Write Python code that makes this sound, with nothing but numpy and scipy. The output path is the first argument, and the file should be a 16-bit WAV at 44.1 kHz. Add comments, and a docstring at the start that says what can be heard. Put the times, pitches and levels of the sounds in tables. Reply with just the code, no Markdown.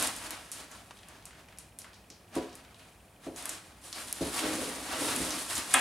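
"""A clear plastic box full of foam packing peanuts is handled on a wooden table in a small dining room.
Hands press the lid down: it slips on the rim with ticks and creaks, and the box bumps the table.
The box is then dragged round: its plastic scrapes, its base judders and the peanuts rustle inside.
At last the catch slips and the lid snaps shut, ringing the lid and the hollow box.
The walls echo briefly. Behind it all are a tiny mechanism's faint whirr and the room's low hush."""
import sys
import numpy as np
from scipy import signal
from scipy.fft import rfft, irfft, next_fast_len
from scipy.io import wavfile

SR = 44100
rng = np.random.default_rng(int(sys.argv[2]) if len(sys.argv) > 2 else 0)


def materialize(psi):
    """Save the field psi as 16-bit PCM at rate SR to the path in sys.argv[1].

    A 1-D psi becomes a single channel; in a 2-D psi each row is a channel.
    """
    bounded = np.clip(np.atleast_2d(psi).T, -1, 1)
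    quanta = np.round(bounded * 32767).astype(np.int16)
    wavfile.write(sys.argv[1], SR, quanta)


N = 256088

# the lid slipping on the rim: start_s, level_db, pitch_hz, echo_db (compared with the tick)
LID_SLIPS = [(0.0259, -11, 10200, 3), (0.07, -19, 8900, -5), (0.0735, -12.5, 8750, -3),
             (0.164, -26, 9600, -1), (0.3072, -18.5, 9900, 1), (0.517, -20, 9150, 8), (0.715, -34, 7000, 6),
             (0.909, -32, 1190, -13), (1.086, -32.5, 9100, -1), (1.255, -26, 8800, 2.5),
             (1.5859, -25, 9150, 3), (1.7882, -23.5, 9900, 4), (1.818, -33.5, 5700, -6),
             (1.845, -37, 1290, 0.5), (1.9418, -40, 5000, 5), (2.102, -30, 5370, 2), (2.354, -25, 8600, -7),
             (2.554, -30, 9700, 1), (2.795, -40.5, 2430, 2.5), (3.362, -27.5, 7500, 2),
             (3.3703, -33.5, 10300, 12), (3.425, -27.5, 8750, -4), (3.456, -16.5, 9800, 1),
             (3.456, -27, 1340, -1), (3.4932, -15.5, 8100, 2.5), (3.9283, -23, 4530, -1),
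             (4.1272, -12.5, 9800, -13), (4.214, -30, 4330, 7), (4.3915, -18.5, 3250, -1),
             (5.163, -15, 9800, -6), (5.306, -18, 5440, 3.5), (5.508, -25, 1460, 2),
             (5.554, -16, 7800, 8.5), (5.58, -14.5, 9000, -4)]
# the catch slips, then the lid slams home: start_s, click_db, lid_hit_db
SNAP_HITS = [(5.7391, -5.5, -45), (5.7395, -19, -24), (5.7412, -1, -31), (5.7426, -6.5, -18.5)]
# notes of the stiff lid: pitch_hz, level_db, ring_s (time to fade by 60 dB)
LID_NOTES = [(772, 0.5, 0.18), (1057, 1.5, 0.026), (1225, 0.5, 0.074), (1317, -4, 0.15), (1520, -30, 0.067),
             (1660, 11, 0.019), (1828, 4.5, 0.13), (1850, -2, 0.035), (2130, 3, 0.066), (2468, 5.5, 0.097),
             (2550, -2, 0.081), (2820, -7.5, 0.053), (3335, 7.5, 0.045), (7590, -2, 0.076),
             (8290, -16, .06), (9200, -16, .08), (9340, -4, 0.15)]
# pushes that shift the box: full_force_s, hold_s, rustle_db, scrape_db
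BOX_PUSHES = [(0.0, 0.045, -33, -33), (0.245, .015, -48.5, -46.5), (0.314, 0.05, -71, -44.5),
              (0.57, 0.035, -51, -48), (0.715, 0.054, -57.5, -51.5), (0.96, 0.03, -61, -66),
              (1.09, 0.11, -70, -55.5), (1.38, 0.021, -67, -55.5), (2.36, 0.0088, -52, -41.5),
              (2.79, 0.097, -63.5, -64), (3.245, 0.0069, -55, -50.5), (3.383, .17, -48.5, -47.5),
              (3.844, 0.14, -50, -57.5), (3.96, 0.058, -43.5, -46), (4.08, 0.16, -46, -52.5),
              (4.225, 0.11, -45.5, -44), (4.345, 0.051, -37, -58), (5.502, 0.026, -35, -42.5),
              (5.583, 0.01, -39.5, -37), (5.713, 0.09, -35, -43)]
# drags across the table: full_speed_s, hold_s, rustle_db, scrape_db, judder_db
BOX_DRAGS = [(4.391, 0.14, -40.5, -39.5, -35), (4.925, 0.21, -35.5, -37.5, -38.5)]
# tone of peanuts rubbing together: pitch_hz, level_db
RUSTLE_TONE = [(2000, -14), (4000, -9.5), (6300, -10), (8000, -6.5), (9600, -3.5), (11500, -11),
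               (13500, -20), (16000, -32)]
# tone of single peanuts slipping on the box wall: pitch_hz, level_db
CRACKLE_TONE = [(3000, -28), (7000, -11), (9500, -2), (12000, -1), (13500, -14), (16000, -30)]
# tone of scraping plastic: pitch_hz, level_db
SCRAPE_TONE = [(50, -5), (110, -15.5), (180, -8), (280, 4), (420, -5), (700, 1), (860, -2), (1100, -0.5),
               (1700, -2.5), (2500, -5), (4500, -8.5), (7000, -11.5), (14000, -25.5)]
# tone of the base juddering on the table: pitch_hz, level_db
JUDDER_TONE = [(40, -36), (80, -20.5), (130, -18.5), (175, -8.5), (225, -10), (268, 3.5), (325, -1),
               (370, -12.5), (530, -5.5), (750, -20), (1200, -28), (3000, -61)]
# the box bumping the table: start_s, box_hit_db, table_hit_db, top_hz (lower is softer)
TABLE_BUMPS = [(2.102, -45, -77, 400), (2.3634, -17.5, -52, 795), (3.2653, -25.5, -58.5, 587),
               (4.208, -19, -45, 657), (4.264, -25, -57, 400), (4.447, -41, -77, 606),
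               (5.199, -25, -46.5, 350)]
# notes of the hollow box: pitch_hz, level_db, ring_s
BOX_NOTES = [(261.6, -4.5, 0.19), (324, -8.5, 0.08), (323, -7, 0.13), (364, -3, 0.036), (405, -11.5, 0.14),
             (428, -10.5, 0.14), (486, -25, 0.49), (535, -12, 0.2), (568, -15, 0.051), (637, -17.5, 0.14),
             (727, -9.5, 0.075), (736, -15, 0.045), (972, -14, 0.06), (1120, -15, 0.07)]
# notes of the table top: pitch_hz, level_db, ring_s
TABLE_NOTES = [(67.7, -2, 0.25), (86.5, -18, 0.16), (117, 5.5, 0.086), (177, 4.5, 0.27)]
# echo off the walls: pitch_hz, ring_s, level_db
ROOM_ECHO = [(100, 0.27, 9), (278, 0.43, 3), (577, 0.31, 5.5), (1480, 0.75, 4), (3770, 0.49, 2),
             (8950, 0.28, -5), (15000, 0.11, -8.5)]
# tone of the quiet room: pitch_hz, level_db
HUSH_TONE = [(25, 6.5), (40, -1), (60, 7.5), (80, -2), (100, 4), (125, -3), (170, 0.5), (260, -4.5),
             (440, -8), (700, -6), (1400, -17), (2500, -19.5), (5000, -32), (10000, -23), (15000, -29.5)]
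# stereo width given to the rustle, scrape, judder, echo and hush; the highest treble is almost mono:
# pitch_hz, side_db (compared with the middle)
STEREO_WIDTH = [(60, -28), (250, -22), (500, -13), (1000, -9.5), (2500, -7), (5000, -7.5), (8000, -9),
                (12000, -33)]


def lid_ticks(lid_db=-50, creak_at_1khz_s=0.0085):
    """Each slip of the lid ticks and faintly rings it; low slips creak for longer."""
    direct, to_room, hits = np.zeros((3, N))
    for start_s, db, hz, echo_db in LID_SLIPS + faint_slips():
        creak_s = creak_at_1khz_s / (hz / 1000) ** 0.57
        tick = from_db(db) * click(hz, creak_s)
        add(direct, start_s, tick)
        # chatter evens out over all directions, so the room gets a smooth click of equal energy
        smooth = tick.std() * rms_one(click(hz, creak_s, chatter=0))
        add(to_room, start_s, from_db(echo_db) * smooth)
        add(hits, start_s, from_db(db + lid_db) * impulse())
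    return direct + room(to_room + ring(hits, LID_NOTES))


def faint_slips(per_s=6, press_s=3.05, db=-40.5, spread_db=2, low_hz=1290, high_hz=5900, echo_db=-2):
    """Small random slips while the hands press, as rows like those of LID_SLIPS."""
    draws = rng.random((int(per_s * press_s), 3))
    return [(when * press_s, db + spread_db * (2 * size - 1), low_hz * (high_hz / low_hz) ** pitch, echo_db)
            for when, size, pitch in draws]


def click(hz, creak_s, damping=0.22, least_width_hz=900, broad_db=-18, chatter=0.12):
    """Hard plastic slips once, then chatters as it settles; the peak is near 1."""
    def plastic(force):
        """The plastic gives a bright peak and a weaker, lower one."""
        bright = resonance(force, hz, damping * hz + least_width_hz)
        broad = from_db(broad_db) * resonance(force, 0.27 * hz, hz)
        return keep_band(bright + broad, 4, 12500, "low")

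    slip = impulse(size=4096)
    fade = np.exp(-np.arange(len(slip)) / (creak_s * SR))
    creak = chatter * rng.standard_normal(len(slip)) * fade
    return plastic(slip + creak) / np.abs(plastic(impulse())).max()


def lid_snap(catch_hz=8700, box_db=-13, ring_db=-8, crack_db=-9, echo_db=-3):
    """The catch lets go in a burst of clicks; the lid cracks, rings and shakes the box."""
    clicks, hits, crack = np.zeros((3, N))
    for start_s, click_db, hit_db in SNAP_HITS:
        catch = click(catch_hz, creak_s=0.0028, damping=0.066, broad_db=-33, chatter=0.053)
        add(clicks, start_s, from_db(click_db) * catch)
        add(hits, start_s, from_db(hit_db) * impulse())
        add(crack, start_s, from_db(hit_db + crack_db) * buckle(low_hz=690, high_hz=3350, decay_s=0.036))
    lid = from_db(ring_db) * ring(hits, LID_NOTES) + crack
    box = from_db(box_db) * ring(hits, BOX_NOTES)
    return clicks + lid + room(from_db(echo_db) * (clicks + lid) + box)


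def buckle(low_hz, high_hz, decay_s):
    """Thin plastic flexes and its many close notes fade together, like a burst of noise."""
    t = np.arange(SR // 3) / SR
    noise = keep_band(rng.standard_normal(len(t)), 4, [low_hz, high_hz], "band")
    return rms_one(noise) * np.exp(-t / decay_s)


def sliding_box(crackle_db=-19):
    """As the box moves, peanuts rustle, plastic scrapes and the base judders on the table."""
    rustle, scrape, judder = movement()
    foam = rubbing(RUSTLE_TONE, per_s=5000, spread_db=3.0, uneven_db=1.5, echo_db=-3.5)
    # now and then one peanut slips against the wall with a fine, high tick
    crackle = rms_one(colour(grains(per_s=27, spread_db=1)[0], CRACKLE_TONE))
    plastic = rubbing(SCRAPE_TONE, per_s=5000, spread_db=3.0, uneven_db=1.58, echo_db=-7.5)
    base = rubbing(JUDDER_TONE, per_s=670, spread_db=-1.5, uneven_db=1.0, echo_db=-9.0)
    return rustle * (foam + from_db(crackle_db) * crackle) + scrape * plastic + judder * base


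def movement(peanut_lag_s=0.082, judder_lag_s=0.046, judder_power=3.16, unstick_db=4, unstick_s=0.098):
    """How strong the rustle, scrape and judder are over time, from resting hands, pushes and drags."""
    rustle, scrape, judder = [np.full(N, from_db(-72))], [np.full(N, from_db(-69.5))], []  # resting hands
    for at_s, hold_s, rustle_db, scrape_db in BOX_PUSHES:
        push_db = swell(at_s, hold_s, rise_db_per_s=456, fall_db_per_s=131)
        # the load goes on shifting after each push
        settle_db = swell(at_s, hold_s, rise_db_per_s=456, fall_db_per_s=40) - 7
        force_db = np.maximum(push_db, settle_db)
        rustle.append(from_db(rustle_db + force_db))
        scrape.append(from_db(scrape_db + force_db))
    stop_db = swell(0, hold_s=5.42, rise_db_per_s=0, fall_db_per_s=131)  # the dragging ends
    for at_s, hold_s, rustle_db, scrape_db, judder_db in BOX_DRAGS:
        # the loose peanuts follow late, and the judder takes time to build
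        box_db, load_db, base_db = (stop_db + swell(at_s + lag, hold_s, rise_db_per_s=140, fall_db_per_s=17)
                                    for lag in (0, peanut_lag_s, judder_lag_s))
        # extra scrape as the base comes unstuck
        extra_db = unstick_db * np.exp(-np.abs(np.arange(N) / SR - at_s) / unstick_s)
        rustle.append(from_db(rustle_db + load_db))
        scrape.append(from_db(scrape_db + box_db + extra_db))
        judder.append(from_db(judder_db + judder_power * base_db))  # grows steeply with speed
    return [np.linalg.norm(parts, axis=0) for parts in (rustle, scrape, judder)]  # their powers add


def rubbing(tone, per_s, spread_db, uneven_db, echo_db):
    """Surfaces stick and slip in uneven spurts, heard directly and off the walls."""
    contacts = grains(per_s, spread_db) * from_db(uneven_db * drift(per_s=45))
    near = widen(colour(contacts, tone))
    return rms_one(near + from_db(echo_db) * room(near[0]))


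def grains(per_s, spread_db):
    """Two random streams of tiny contacts of uneven size."""
    sizes = from_db(spread_db * np.minimum(rng.exponential(1, (2, N)), 4))
    signs = rng.choice([-1, 1], (2, N))
    touches = rng.random((2, N)) < per_s / SR
    return rms_one(sizes * signs * touches)


def box_bumps(box_db=-3, flex_db=-20, bass_cut_hz=200, echo_db=-5):
    """Soft bumps ring the low notes of box and table and flex the box's sides."""
    on_box, on_table, sides = np.zeros((3, N))
    for start_s, box_hit_db, table_hit_db, top_hz in TABLE_BUMPS:
        soft_hit = keep_band(impulse(), 2, top_hz, "low")
        add(on_box, start_s, from_db(box_hit_db) * soft_hit)
        add(on_table, start_s, from_db(table_hit_db) * soft_hit)
        add(sides, start_s, from_db(box_hit_db + flex_db) * buckle(low_hz=302, high_hz=733, decay_s=0.029))
    box = keep_band(ring(on_box, BOX_NOTES), 2, bass_cut_hz, "high")  # a small box gives off little bass
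    thuds = from_db(box_db) * box + sides + ring(on_table, TABLE_NOTES)
    return thuds + from_db(echo_db) * room(thuds)


def faint_whirr(step_s=0.04):
    """A tiny mechanism chirps in steps; every second step adds a higher note."""
    low = pips(step_s, first_s=0.0075, hz=2430, glide_hz_per_s=-22000, length_s=0.0045, db=-63)
    high = pips(2 * step_s, first_s=0.0425, hz=3000, glide_hz_per_s=90000, length_s=0.0028, db=-61)
    return low + high


def pips(period_s, first_s, hz, glide_hz_per_s, length_s, db):
    """A steady train of tiny, rough pips, each sliding in pitch."""
    from_pip_s = (np.arange(N) / SR - first_s + period_s / 2) % period_s - period_s / 2
    pitch_hz = hz + glide_hz_per_s * from_pip_s + 70 * drift(per_s=600)
    tone = np.sin(2 * np.pi * np.cumsum(pitch_hz) / SR)
    return from_db(db + drift(per_s=25)) * np.exp(-(from_pip_s / length_s) ** 2) * tone


def room(x, gap_s=0.00075, build_s=0.0021):
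    """Echoes off bare walls build up quickly and die soonest in the treble."""
    t, hz = np.arange(SR) / SR, np.fft.rfftfreq(SR, 1 / SR)
    white, tail = rfft(rng.standard_normal((2, SR))), 0
    centres_hz = np.geomspace(60, 16000, 14)
    build = np.clip((t - gap_s) / build_s, 0, 1)
    for share, centre in zip(np.eye(len(centres_hz)), centres_hz):
        band = irfft(white * np.interp(hz, centres_hz, share), SR)
        fade = np.exp(-np.log(1000) * t / at_hz(ROOM_ECHO, centre)) * build
        gain = from_db(at_hz(ROOM_ECHO, centre, column=2))
        tail = tail + gain * band * fade / np.linalg.norm(fade)
    return signal.fftconvolve(x[None], widen(tail), axes=1)[:, :N]


def room_hush(level_db=-57):
    """The quiet room: a low, steady noise."""
    noise = colour(rng.standard_normal((2, N)), HUSH_TONE)
    return from_db(level_db) * rms_one(widen(noise))


def widen(pair):
    """Make stereo from two unrelated signals: one is the middle, the other adds width."""
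    return pair[0] + colour(pair[1], STEREO_WIDTH) * np.array([[1], [-1]])


def ring(force, notes):
    """A hit sets each of an object's own notes ringing and fading."""
    total = np.zeros(N)
    for k, (hz, db, ring_s) in enumerate(notes):
        decay, turn = np.exp(-np.log(1000) / (ring_s * SR)), 2 * np.pi * hz / SR
        note = signal.lfilter([0, np.sin(turn)], [1, -2 * decay * np.cos(turn), decay ** 2], force + 1e-18)
        total += (-1) ** k * from_db(db) * note
    return total


def resonance(x, hz, width_hz):
    """Let one pitch through at full strength and weaken those around it."""
    decay = np.exp(-np.pi * width_hz / SR)
    feedback = [1, -2 * decay * np.cos(2 * np.pi * hz / SR), decay ** 2]
    return signal.lfilter(np.array([1, 0, -1]) * (1 - decay ** 2) / 2, feedback, x + 1e-18)


def keep_band(x, order, hz, kind):
    """Keep the lows, the highs or a band between; a higher order cuts more sharply."""
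    return signal.sosfilt(signal.butter(order, hz, kind, fs=SR, output="sos"), x)


def colour(x, tone):
    """Shape a sound's bass and treble to follow a tone table."""
    size = next_fast_len(x.shape[-1])
    gains = from_db(at_hz(tone, np.fft.rfftfreq(size, 1 / SR)))
    return irfft(rfft(x, size) * gains, size)[..., :x.shape[-1]]


def at_hz(rows, hz, column=1):
    """Read a table at any pitch, blending between its rows."""
    table = np.array(rows)
    return np.interp(np.log(np.maximum(hz, 1)), np.log(table[:, 0]), table[:, column])


def swell(full_s, hold_s, rise_db_per_s, fall_db_per_s):
    """A level that rises to 0 dB, holds and falls."""
    t = np.arange(N) / SR - full_s
    return np.minimum(t, 0) * rise_db_per_s - np.maximum(t - hold_s, 0) * fall_db_per_s


def drift(per_s):
    """A random wander of typical size 1."""
    points = rng.standard_normal(4096)
    return rms_one(np.interp(np.arange(N) / SR * per_s, np.arange(len(points)), points))


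def add(track, start_s, sound):
    """Mix a short sound in at a given time."""
    at = int(round(start_s * SR))
    track[at:at + len(sound)] += sound[:N - at]


def impulse(size=1024):
    """One sharp tap of height 1."""
    return signal.unit_impulse(size)


def from_db(db):
    """Turn decibels into a multiplier."""
    return 10 ** (np.asarray(db) / 20)


def rms_one(x):
    """Scale to an average (rms) level of 1."""
    return x / np.sqrt(np.mean(x ** 2) + 1e-20)


def scene():
    """The box being handled, over a faint whirr and the hush of the room."""
    hush = room_hush()
    return lid_ticks() + box_bumps() + lid_snap() + sliding_box() + faint_whirr() + hush


def record(dry, low_cut_hz=48, high_cut_hz=17100):
    """Cut the deepest bass, round off the loudest peaks and cut the highest treble."""
    rounded = np.tanh(keep_band(dry, 4, low_cut_hz, "high"))
    return signal.sosfilt(signal.cheby2(12, 70, high_cut_hz, fs=SR, output="sos"), rounded)


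dry = scene()
out = record(dry)
materialize(out)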